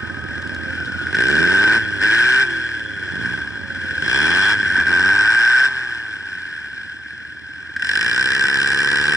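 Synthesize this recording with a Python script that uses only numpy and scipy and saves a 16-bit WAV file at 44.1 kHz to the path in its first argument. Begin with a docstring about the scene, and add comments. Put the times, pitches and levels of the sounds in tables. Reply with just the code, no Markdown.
"""Dirt track, driver's seat of a dune buggy: each throttle press revs the engine, which then coasts down.
Firings boom in the silencer and sound the pipe; their blast barks, buzzes a heat shield and rings the
camera's plastic housing. A second buggy blips its throttle; the buggy ahead pulls away.
The frame rattles, the drive whines faintly, and a limiter holds down the loudest peaks."""
import sys
import numpy as np
from scipy import signal
from scipy.fft import rfft, irfft, next_fast_len
from scipy.io import wavfile
from scipy.ndimage import uniform_filter1d, minimum_filter1d, map_coordinates

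SR = 44100
rng = np.random.default_rng(int(sys.argv[2]) if len(sys.argv) > 2 else 0)


def dump_mix(stems):
    """Bounce the given channels to the path in sys.argv[1] as a 16-bit WAV at rate SR."""
    frames = np.atleast_2d(stems).T  # one column per channel
    limited = np.clip(frames, -1, 1)  # hard clip at full scale
    pcm = np.round(limited * 32767).astype(np.int16)
    wavfile.write(sys.argv[1], SR, pcm)


N = 403956

IDLE_HZ, CLUTCH_HZ, CRUISE_HZ = 42.44, 70.07, 116.6  # firing rates
# Throttle presses: down/s, up/s, opening time/s, top firing rate/Hz, bow of climb (0 = straight),
# pipe boost/dB, bark/dB, ring/dB, rasp/dB, shield/dB, tick re rasp/dB,
# drone share, turbulent share, singing share of ring. Levels in all tables are relative.
PRESSES = [(1.106, 1.763, .08, 113, 0.39, 8.8, -28, -13.5, -30, -51.5, -20.5, 0.084, 0.075, 0.35),
           (1.999, 2.42, 0.038, 134.8, 0.21, 7, -31.5, -14, -29, -51, -16, 0.23, 0.25, 0.041),
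           (3.98, 4.52, 0.14, 106.2, 0.29, 4.9, -23, -14, -26.5, -29.5, -7, 0.12, 0.11, 0.036),
           (4.74, 4.802, 0.027, 87.7, 0.016, 1.4, -27.5, -13, -33.5, -42, -16, 0.073, 0.64, 0.052),
           (4.86, 5.657, 0.027, 135.1, -.17, 1.48, -28.5, -14.5, -33, -57, -3, 0.15, 0.16, 0.38)]
# Bass, common to boom and pipe: t/s, level/dB
BASS = [(0, -38.5), (.55, -37.5), (1.98, -37.5), (2.2, -41.5), (2.8, -44), (3.15, -40.5), (3.55, -42),
        (4.1, -38.5), (5.15, -38), (5.45, -47), (6.6, -52), (7.6, -52), (8, -46)]
# Blast, throttle shut: t/s, level/dB
SHUT_BLAST = [(0, -49), (1, -45), (1.9, -42.5), (2.55, -40.5), (2.9, -47), (3.3, -42.5), (3.6, -50),
              (4, -42.5), (4.65, -38.5), (5.72, -42), (6.08, -47.5), (6.45, -48.5), (7.3, -54), (7.7, -52)]
# Bark, throttle shut: t/s, level/dB
SHUT_BARK = [(0, -45), (1, -46.5), (2.5, -42.5), (2.9, -51), (3.3, -41), (3.7, -48.5), (4.65, -40),
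             (5.75, -39.5), (6.15, -48.5), (7.3, -58), (7.7, -53.5)]
# Heat shield, throttle shut: t/s, level/dB
SHUT_SHIELD = [(0, -64), (1.9, -51), (2.45, -44.5), (3.3, -50), (3.9, -57), (4.6, -47), (5.7, -60),
               (7.3, -68)]


def engine(tuned_hz=80.8, tuned_width_hz=17, tuned_peak_db=5):
    """Own engine: louder and cleaner with the throttle open, chugging unevenly with it shut."""
    rate, opened = firing_rate(), throttle_openings()
    throttle = np.minimum(opened.sum(0), 1)
    shut = 1 - throttle
    settings = np.transpose(PRESSES)[5:] @ opened
    boost_db, bark_db, ring_db, rasp_db, shield_db, tick_db, drone, rough, singing = settings
    bass_db, = curves(BASS)
    tuned_db = tuned_peak_db * np.exp(-((rate - tuned_hz) / tuned_width_hz) ** 2)  # pipe resonance
    pipe_db = bass_db + boost_db + throttle * tuned_db - .5 * shut
    rough = np.clip(rough + shut * np.interp(rate, [IDLE_HZ, CRUISE_HZ], [.95, .45]), .01, .99)
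    drone = np.clip(drone + .049 * shut, 0, .8)
    idling = shut * np.interp(rate, [IDLE_HZ, CLUTCH_HZ], [1, 0])
    chug = -idling * np.cos(2 * np.pi * np.cumsum(rate / 3) / SR)  # one swell per engine cycle
    low = exhaust(rate, shut, chug, rough, drone, bass_db, pipe_db)

    pulsed = .89 * throttle + shut * np.interp(rate, [IDLE_HZ, CRUISE_HZ], [.22, .6])
    singing = np.clip(singing + .18 * shut, 0, 1)
    overrun_db = curves(SHUT_BLAST)[0] + .9 * wobble(14)  # uneven burning
    rev_octaves = throttle * np.log2(rate / CRUISE_HZ)
    bark_db += 10 * rev_octaves + throttle * .55 * (bass_db + 41) + shut * curves(SHUT_BARK)[0]
    ring_db += 4 * rev_octaves + shut * (overrun_db + 18.5) + .5 * chug
    rasp_db += 4 * rev_octaves + shut * (overrun_db - .86)
    shield_db += shut * curves(SHUT_SHIELD)[0] + 3.5 * wobble(36.46)  # buzzes in fits
    return low + rasp(rate, pulsed, singing, bark_db, ring_db, rasp_db, shield_db, tick_db)


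def firing_rate(coast_hz_per_s=63, free_hz_per_s=130):
    """Rate/Hz: climbs on each press, coasts until the clutch lets go, drops to a wandering idle."""
    t = np.arange(N) / SR
    idle = IDLE_HZ * (1 + .035 * wobble(5))
    rate = idle
    for down, up, _, top, bow, *_ in PRESSES:
        start = rate[int(down * SR)]
        progress = np.clip((t - down) / (up - down), 0, 1)
        climb = start + (top - start) * (progress + bow * progress * (1 - progress))
        coast = top - coast_hz_per_s * (t - up)
        free = CLUTCH_HZ - (CLUTCH_HZ - coast) * free_hz_per_s / coast_hz_per_s
        fall = np.maximum(np.minimum(coast, free), idle)
        rate = np.select([t < down, t < up], [rate, climb], fall)
    return rate


def throttle_openings(close_s=.038):
    """Opening (0-1), one row per press: ramps open, springs shut."""
    t = np.arange(N) / SR
    return np.array([np.clip(np.minimum((t - down) / open_s, 1 - (t - up) / close_s), 0, 1)
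                     for down, up, open_s, *_ in PRESSES])


# Header travel time per cylinder: delay/s
HEADER_S = [0.00025, 0.00055, 0]


def firings(rate, scatter_db, jitter, limp_db):
    """One impulse per firing; of three cylinders one is strong, one weak. Less even at low revs."""
    at = np.flatnonzero(np.diff(np.floor(np.cumsum(rate) / SR + .9)))
    chance = rng.standard_normal((len(at), 2))
    uneven = np.sqrt(70 / rate[at])
    cylinder_db = np.resize([1, 0, -1], len(at)) * np.broadcast_to(limp_db, N)[at]
    delay_s = np.resize(HEADER_S, len(at)) + jitter / rate[at] * uneven * chance[:, 0]
    arrival = np.clip(at + delay_s * SR, 0, N - 1).astype(int)
    return np.bincount(arrival, amp(uneven * (scatter_db * chance[:, 1] + cylinder_db)), N)


# Silencer, pipe and rumble spectra: f/Hz, level/dB
BOOM = [(25, -37), (48, -36), (64, -14.5), (80, -1), (125, -13.5), (160, -19), (260, -29.5), (500, -87.5)]
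PIPE = [(60, -56), (120, -12), (165, 1), (250, -4), (330, 4), (410, 4), (500, -7), (640, -10.5),
        (900, -36.5), (1500, -65)]
RUMBLE = [(25, -27), (55, -10.5), (90, -13.5), (180, 2), (320, 4), (420, -7), (520, -9), (750, -15),
          (1200, -31), (2500, -87)]


def exhaust(rate, shut, chug, rough, drone_share, boom_db, pipe_db):
    """Firings boom in the silencer and sound the pipe; off throttle they break up into rumble."""
    pulses = firings(rate, scatter_db=.8, jitter=.003, limp_db=1.2 + 4 * shut)
    boom_pulses = firings(rate, scatter_db=0, jitter=.006, limp_db=1.5)
    boom = steady(voice(boom_pulses, BOOM) + 1.2 * np.sqrt(rough) * voice(noise(), BOOM))
    ragged = firings(rate, scatter_db=1, jitter=.032, limp_db=-1)
    rumble, rumble_side = [voice(puffs(ragged, decay_s=.04) * amp(3.5 * chug), RUMBLE) for _ in range(2)]
    pipe = blend(voice(pulses, PIPE), rumble, rough)
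    cycles = np.cumsum(rate) / SR + .9 - np.mean(HEADER_S) * rate
    drone = np.sqrt(2) * np.sin(2 * np.pi * 3 * cycles + .2 * wobble(25))  # third harmonic
    pipe = blend(pipe, drone, drone_share)
    diffuse = amp(pipe_db - 8) * np.sqrt(rough) * rumble_side + amp(boom_db - 14) * voice(noise(), BOOM)
    return low_pair(amp(boom_db) * boom + amp(pipe_db + 1.5) * pipe) + pair(0, diffuse)


def blast(pulses, pulsed, crack, decay_s):
    """Gas leaving the pipe: a crack and puff per firing as the pulsed share, the rest a fluttering rush."""
    rush = noise() * amp(wobble(70))
    return blend(rush, steady(crack * pulses + puffs(pulses, decay_s)), pulsed)


# Bark, mid rasp and side rasp spectra: f/Hz, level/dB
BARK = [(400, -41.5), (620, -9.5), (740, -1), (820, 4), (910, 4.5), (1000, 5.5), (1130, 4.5), (1200, 7),
        (1260, 7.5), (1340, 9.5), (1700, -52.5)]
RASP = [(1400, -11.5), (2000, 7), (2700, -2), (3700, -9), (4500, -24), (6000, -6.5), (6800, -17.5),
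        (8500, -32), (10300, -17), (11300, -40.5), (12000, -48.5)]
RASP_SIDE = [(600, -9), (1200, -5), (1750, 5), (2050, -15), (2350, 9.5), (2600, 4), (2900, 8), (3400, 3.5),
             (3750, -1.5), (4200, -4), (5500, -9.5), (6400, -19), (7500, -17), (10300, -21), (11800, -75)]
# Tailpipe and tick resonances: f/Hz, width/Hz, level/dB
TAILPIPE_MODES = [(915, 52, 4)]
TICK_MODES = [(5250, 374, 0.5), (6560, 300, -26), (7840, 190, -8.5), (9500, 510, -19.5)]
# Housing resonances (main, upper, singing, lowest): f/Hz, width/Hz, level/dB
HOUSING_MODES = [(1550.5, 72, 2.5), (1646.4, 37.4, 2.5), (1765, 88, -4.5), (1980, 140, -17.5),
                 (2339, 89, -21)]
UPPER_MODES = [(2367, 48, 8), (3356, 460, -0.5), (4200, 380, -4), (5220, 350, 3), (7670, 740, -9),
               (9130, 480, -12)]
SINGING_MODE = [(1590, 58, 0)]
LOW_MODE = [(1485, 50, 0)]
# Pitch sag of the ring before the first rev: t/s, share of LOW_MODE
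RING_SAG = [(.55, 0), (.8, .5), (1.08, .6), (1.15, 0)]


def rasp(rate, pulsed, singing, bark_db, ring_db, rasp_db, shield_db, tick_db):
    """The exhaust blast barks, rings the housing walls and buzzes a heat shield."""
    pulses = firings(rate, scatter_db=1.6, jitter=.004, limp_db=1.6)
    bark = voice(blast(pulses, pulsed, crack=1.9, decay_s=.005), BARK, TAILPIPE_MODES)
    strike = blast(pulses, pulsed, crack=1.7, decay_s=.0035)
    sag, = curves(RING_SAG)
    shares = [((1 - singing) * (1 - sag), HOUSING_MODES), (singing, SINGING_MODE), (sag, LOW_MODE)]
    ring = steady(sum(share * voice(strike, modes=modes) for share, modes in shares))
    push_db = .5 * np.maximum(ring_db + 22, 0)  # full throttle drives the ring hardest
    hiss = blast(pulses, .82 * pulsed, crack=.25, decay_s=.0033)
    mid = voice(hiss, RASP, UPPER_MODES)
    # rocking walls drive left and right in opposition
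    rocking = blast(pulses, .85 * pulsed, crack=.3, decay_s=.0022)
    side = voice(hiss + .57 * rocking, RASP_SIDE)
    shield = amp(shield_db) * voice(hiss, modes=[(3305, 222, 0), (3447, 99, 0)])
    tick_gate = np.clip((rasp_db + 42) / 8, 0, 1)  # firings tick when the rasp is loud
    tick = amp(rasp_db + tick_db) * tick_gate * voice(puffs(pulses, decay_s=.0012), modes=TICK_MODES)
    body = tick + shield + amp(bark_db - .5) * bark + amp(ring_db + push_db) * ring
    return pair(body + amp(rasp_db + 2) * mid, amp(rasp_db + 7.5) * side)


# Exhaust pops: t/s, level/dB
POPS = [(1.068, -8), (1.145, 3), (1.152, -13), (1.208, 0), (1.305, -4.5), (1.388, 1.5), (2.025, -3.5),
        (2.507, -10), (3.116, -17), (3.257, -9), (4.758, -7), (4.867, -4), (7.763, -5), (7.795, -10),
        (7.845, -10), (7.912, -6), (7.954, 0.5), (8.028, 0), (8.061, -10), (8.143, -12), (8.177, -1),
        (8.223, -9.5), (8.452, 0), (8.673, -1), (8.716, 3), (9.013, -3.5)]


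def pops():
    """Single hard firings strike the housing."""
    impulses = blows(POPS)
    burst = impulses + .35 * puffs(impulses, decay_s=.003)
    ring = amp(31) * colour(burst, modes=HOUSING_MODES)
    return ring + amp(2) * colour(puffs(impulses, decay_s=.008), RASP, UPPER_MODES)


# Revs of the buggy ahead: t/s, firing rate/Hz
AHEAD_RATE = [(7.73, 30), (7.85, 42.5), (8.04, 58), (8.15, 61.5), (8.35, 66.5), (8.6, 68.5), (8.8, 70.3),
              (9, 72.5), (9.16, 75)]
# Its pipe, bark, ring and rasp: level/dB, slope/(dB per octave of firing rate)
AHEAD_LEVELS = [(-33, 21), (-33.5, 13), (-16.5, 5), (-30, 2)]
# Its pipe spectrum: f/Hz, level/dB
AHEAD_PIPE = [(55, -52.5), (75, -3.5), (135, 1.5), (210, 0.5), (280, -2.5), (360, 4.5), (440, 1.5),
              (510, -0.5), (580, -28), (660, -28), (770, -9.5), (900, -15), (1500, -56)]
# Housing resonances, struck from the front (main, upper): f/Hz, width/Hz, level/dB
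FRONT_MODES = [(1564, 75, 6), (1680, 111, 2.5), (1870, 94, -4), (1870, 140, -25), (2352, 49, -12)]
FRONT_UPPER_MODES = [(2320, 66, -12), (3310, 560, 1.5), (4070, 175, 3), (5216, 450, 9), (7660, 820, -3),
                     (9350, 820, -7)]


def buggy_ahead(start_s=7.733, open_s=.14, cruise_hz=71.7):
    """The buggy ahead sets off, tailpipe aimed this way: each firing is a distinct crack."""
    rate, = curves(AHEAD_RATE)
    pipe_db, bark_db, ring_db, rasp_db = [db + slope * np.log2(rate / cruise_hz)
                                          for db, slope in AHEAD_LEVELS]
    throttle = np.clip((np.arange(N) / SR - start_s) / open_s, 0, 1)
    rate = rate * (throttle > 0)
    even = firings(rate, scatter_db=.7, jitter=.0025, limp_db=1.3)
    pipe = amp(pipe_db) * voice(even + .1 * puffs(even, decay_s=.023), AHEAD_PIPE)
    bark = amp(bark_db) * voice(even + .5 * puffs(even, decay_s=.009), BARK)
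    ragged = firings(rate, scatter_db=1.7, jitter=.007, limp_db=2)
    ring = amp(ring_db) * voice(blast(ragged, .84, crack=.7, decay_s=.006), modes=FRONT_MODES)
    hiss = blast(ragged, .82, crack=.2, decay_s=.0028)
    mid = amp(rasp_db) * voice(hiss, RASP, FRONT_UPPER_MODES)
    rocking = blast(ragged, .88, crack=.1, decay_s=.004)
    side = amp(rasp_db + 5) * voice(hiss + .87 * rocking, RASP_SIDE)
    return throttle * (low_pair(pipe) + pair(bark + ring + throttle * mid, throttle * side))


# Throttle blip: t/s, firing rate/Hz, level/dB
BLIP = [(3, 44, -86.5), (3.12, 45, -40.5), (3.22, 58, -33), (3.35, 62, -35.5), (3.45, 50, -51.5),
        (3.6, 43, -73.5)]


def second_buggy():
    """A second buggy blips its throttle; only its pipe carries."""
    rate, db = curves(BLIP)
    pulses = firings(rate, scatter_db=1, jitter=.006, limp_db=1)
    pipe_spectrum = [(50, -39), (115, 3.5), (240, 0), (330, -3), (600, -20), (1500, -64.5)]
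    return amp(db) * voice(pulses, pipe_spectrum)


# Frame rattles: t/s, level/dB
RATTLES = [(0.4183, -41), (0.4737, -43), (0.5465, -39.5), (0.857, -44.5)]


def frame_rattles():
    """Loose frame parts tick over bumps."""
    spectrum = [(1500, -42), (3500, 17), (9000, 1), (11500, -11.5)]
    return amp(19.5) * colour(puffs(blows(RATTLES), decay_s=.004), spectrum)


# Drive whines, one list per tone: t/s, f/Hz, level/dB; the third list is a hum of the coasting engine
WHINES = [
    [(-.05, 1255, -37.5), (.6, 1255, -50), (1.15, 1255, -42)],
    [(.4, 600, -54), (.7, 533, -43), (1.05, 455, -55.5)],
    [(2.4, 361.6, -36), (2.6, 329, -34.5), (2.95, 278, -53)],
    [(2.5, 531.3, -53.5), (2.8, 539.2, -52.5), (3.1, 544.7, -53)],
    [(3.48, 589.6, -60), (3.7, 544.7, -48), (3.9, 519, -46), (4.2, 534.7, -50)],
]


def drive_whines(fade_s=.027):
    """Faint, wavering tones of the drive, and one hum of the coasting engine."""
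    t = np.arange(N) / SR
    total = np.zeros(N)
    for rows in WHINES:
        hz, db = curves(rows)
        gate = np.clip(np.minimum(t - rows[0][0], rows[-1][0] - t) / fade_s, 0, 1)
        gain = gate * amp(db + 2.5 * wobble(14))
        cycles = np.cumsum(hz * (1 + .012 * wobble(40))) / SR
        total += gain * np.sin(2 * np.pi * cycles)
    return total


def puffs(impulses, decay_s):
    """Each impulse releases a decaying burst of turbulence of equal energy."""
    fade = np.exp(-np.arange(SR // 20) / (decay_s * SR))
    return signal.fftconvolve(impulses, fade / np.linalg.norm(fade))[:N] * noise()


def blows(rows):
    """Impulses from rows of t/s, level/dB."""
    times_s, db = np.transpose(rows)
    return np.bincount((times_s * SR).astype(int), amp(db), N)


def colour(x, spectrum=None, modes=()):
    """Minimum-phase filter: smooth spectrum plus steep-sided resonances."""
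    size = 2 * next_fast_len(N // 2 + 8192)
    hz = np.fft.rfftfreq(size, 1 / SR)
    power = np.full(len(hz), 1e-10)
    if spectrum:
        knots_hz, db = np.transpose(spectrum)
        power += amp(np.interp(np.log(hz + 1), np.log(knots_hz), db)) ** 2
    for centre_hz, width_hz, db in modes:
        power += amp(db) ** 2 / (1 + ((hz - centre_hz) / width_hz) ** 2 / 2) ** 4
    cepstrum = irfft(np.log(power))
    cepstrum[0] /= 2
    cepstrum[size // 2:] = 0
    return irfft(rfft(x, size) * np.exp(rfft(cepstrum)), size)[:N]


def steady(x, window_s=.091):
    """x at unit running rms."""
    power = uniform_filter1d(uniform_filter1d(x * x, int(window_s * SR)), int(window_s * SR / 2))
    return x / np.sqrt(np.abs(power) + 1e-14)


def voice(x, spectrum=None, modes=()):
    """x filtered, then held at unit rms."""
    return steady(colour(x, spectrum, modes))


def blend(a, b, share):
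    """Equal-power mix; share is b's."""
    return np.sqrt(1 - share) * a + np.sqrt(share) * b


def amp(db):
    """dB to gain."""
    return 10 ** (np.asarray(db) / 20)


def curves(rows):
    """Per-sample curve for each column after t/s."""
    times_s, *columns = np.transpose(rows)
    return [np.interp(np.arange(N) / SR, times_s, column) for column in columns]


def wobble(knot_hz):
    """Smooth random curve."""
    return map_coordinates(rng.standard_normal(int(N * knot_hz / SR) + 4), [np.arange(N) * knot_hz / SR])


def noise():
    """White noise."""
    return rng.standard_normal(N)


def pair(mid, side):
    """Mid/side to left/right."""
    return np.array([mid + side, mid - side])


def low_pair(x, lean=.56, spread=.4):
    """Low sound comes through the mount: stronger on the right, shifted in phase."""
    return pair(x, -lean * x + spread * signal.hilbert(x).imag)


def scene():
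    """Own engine, other buggies, running gear."""
    return engine() + pops() + buggy_ahead() + low_pair(second_buggy() + drive_whines()) + frame_rattles()


def record(dry, ceiling=.49, hold_s=.0026, top_hz=11900):
    """Fast limiter, then band limit."""
    gain = np.minimum(1, ceiling / (np.abs(dry).max(0) + 1e-9))
    span = int(hold_s * SR) + 1
    limited = dry * uniform_filter1d(minimum_filter1d(gain, span), span)
    return irfft(rfft(limited) * (np.fft.rfftfreq(N, 1 / SR) < top_hz), N)


dry = scene()
out = record(dry)
dump_mix(out)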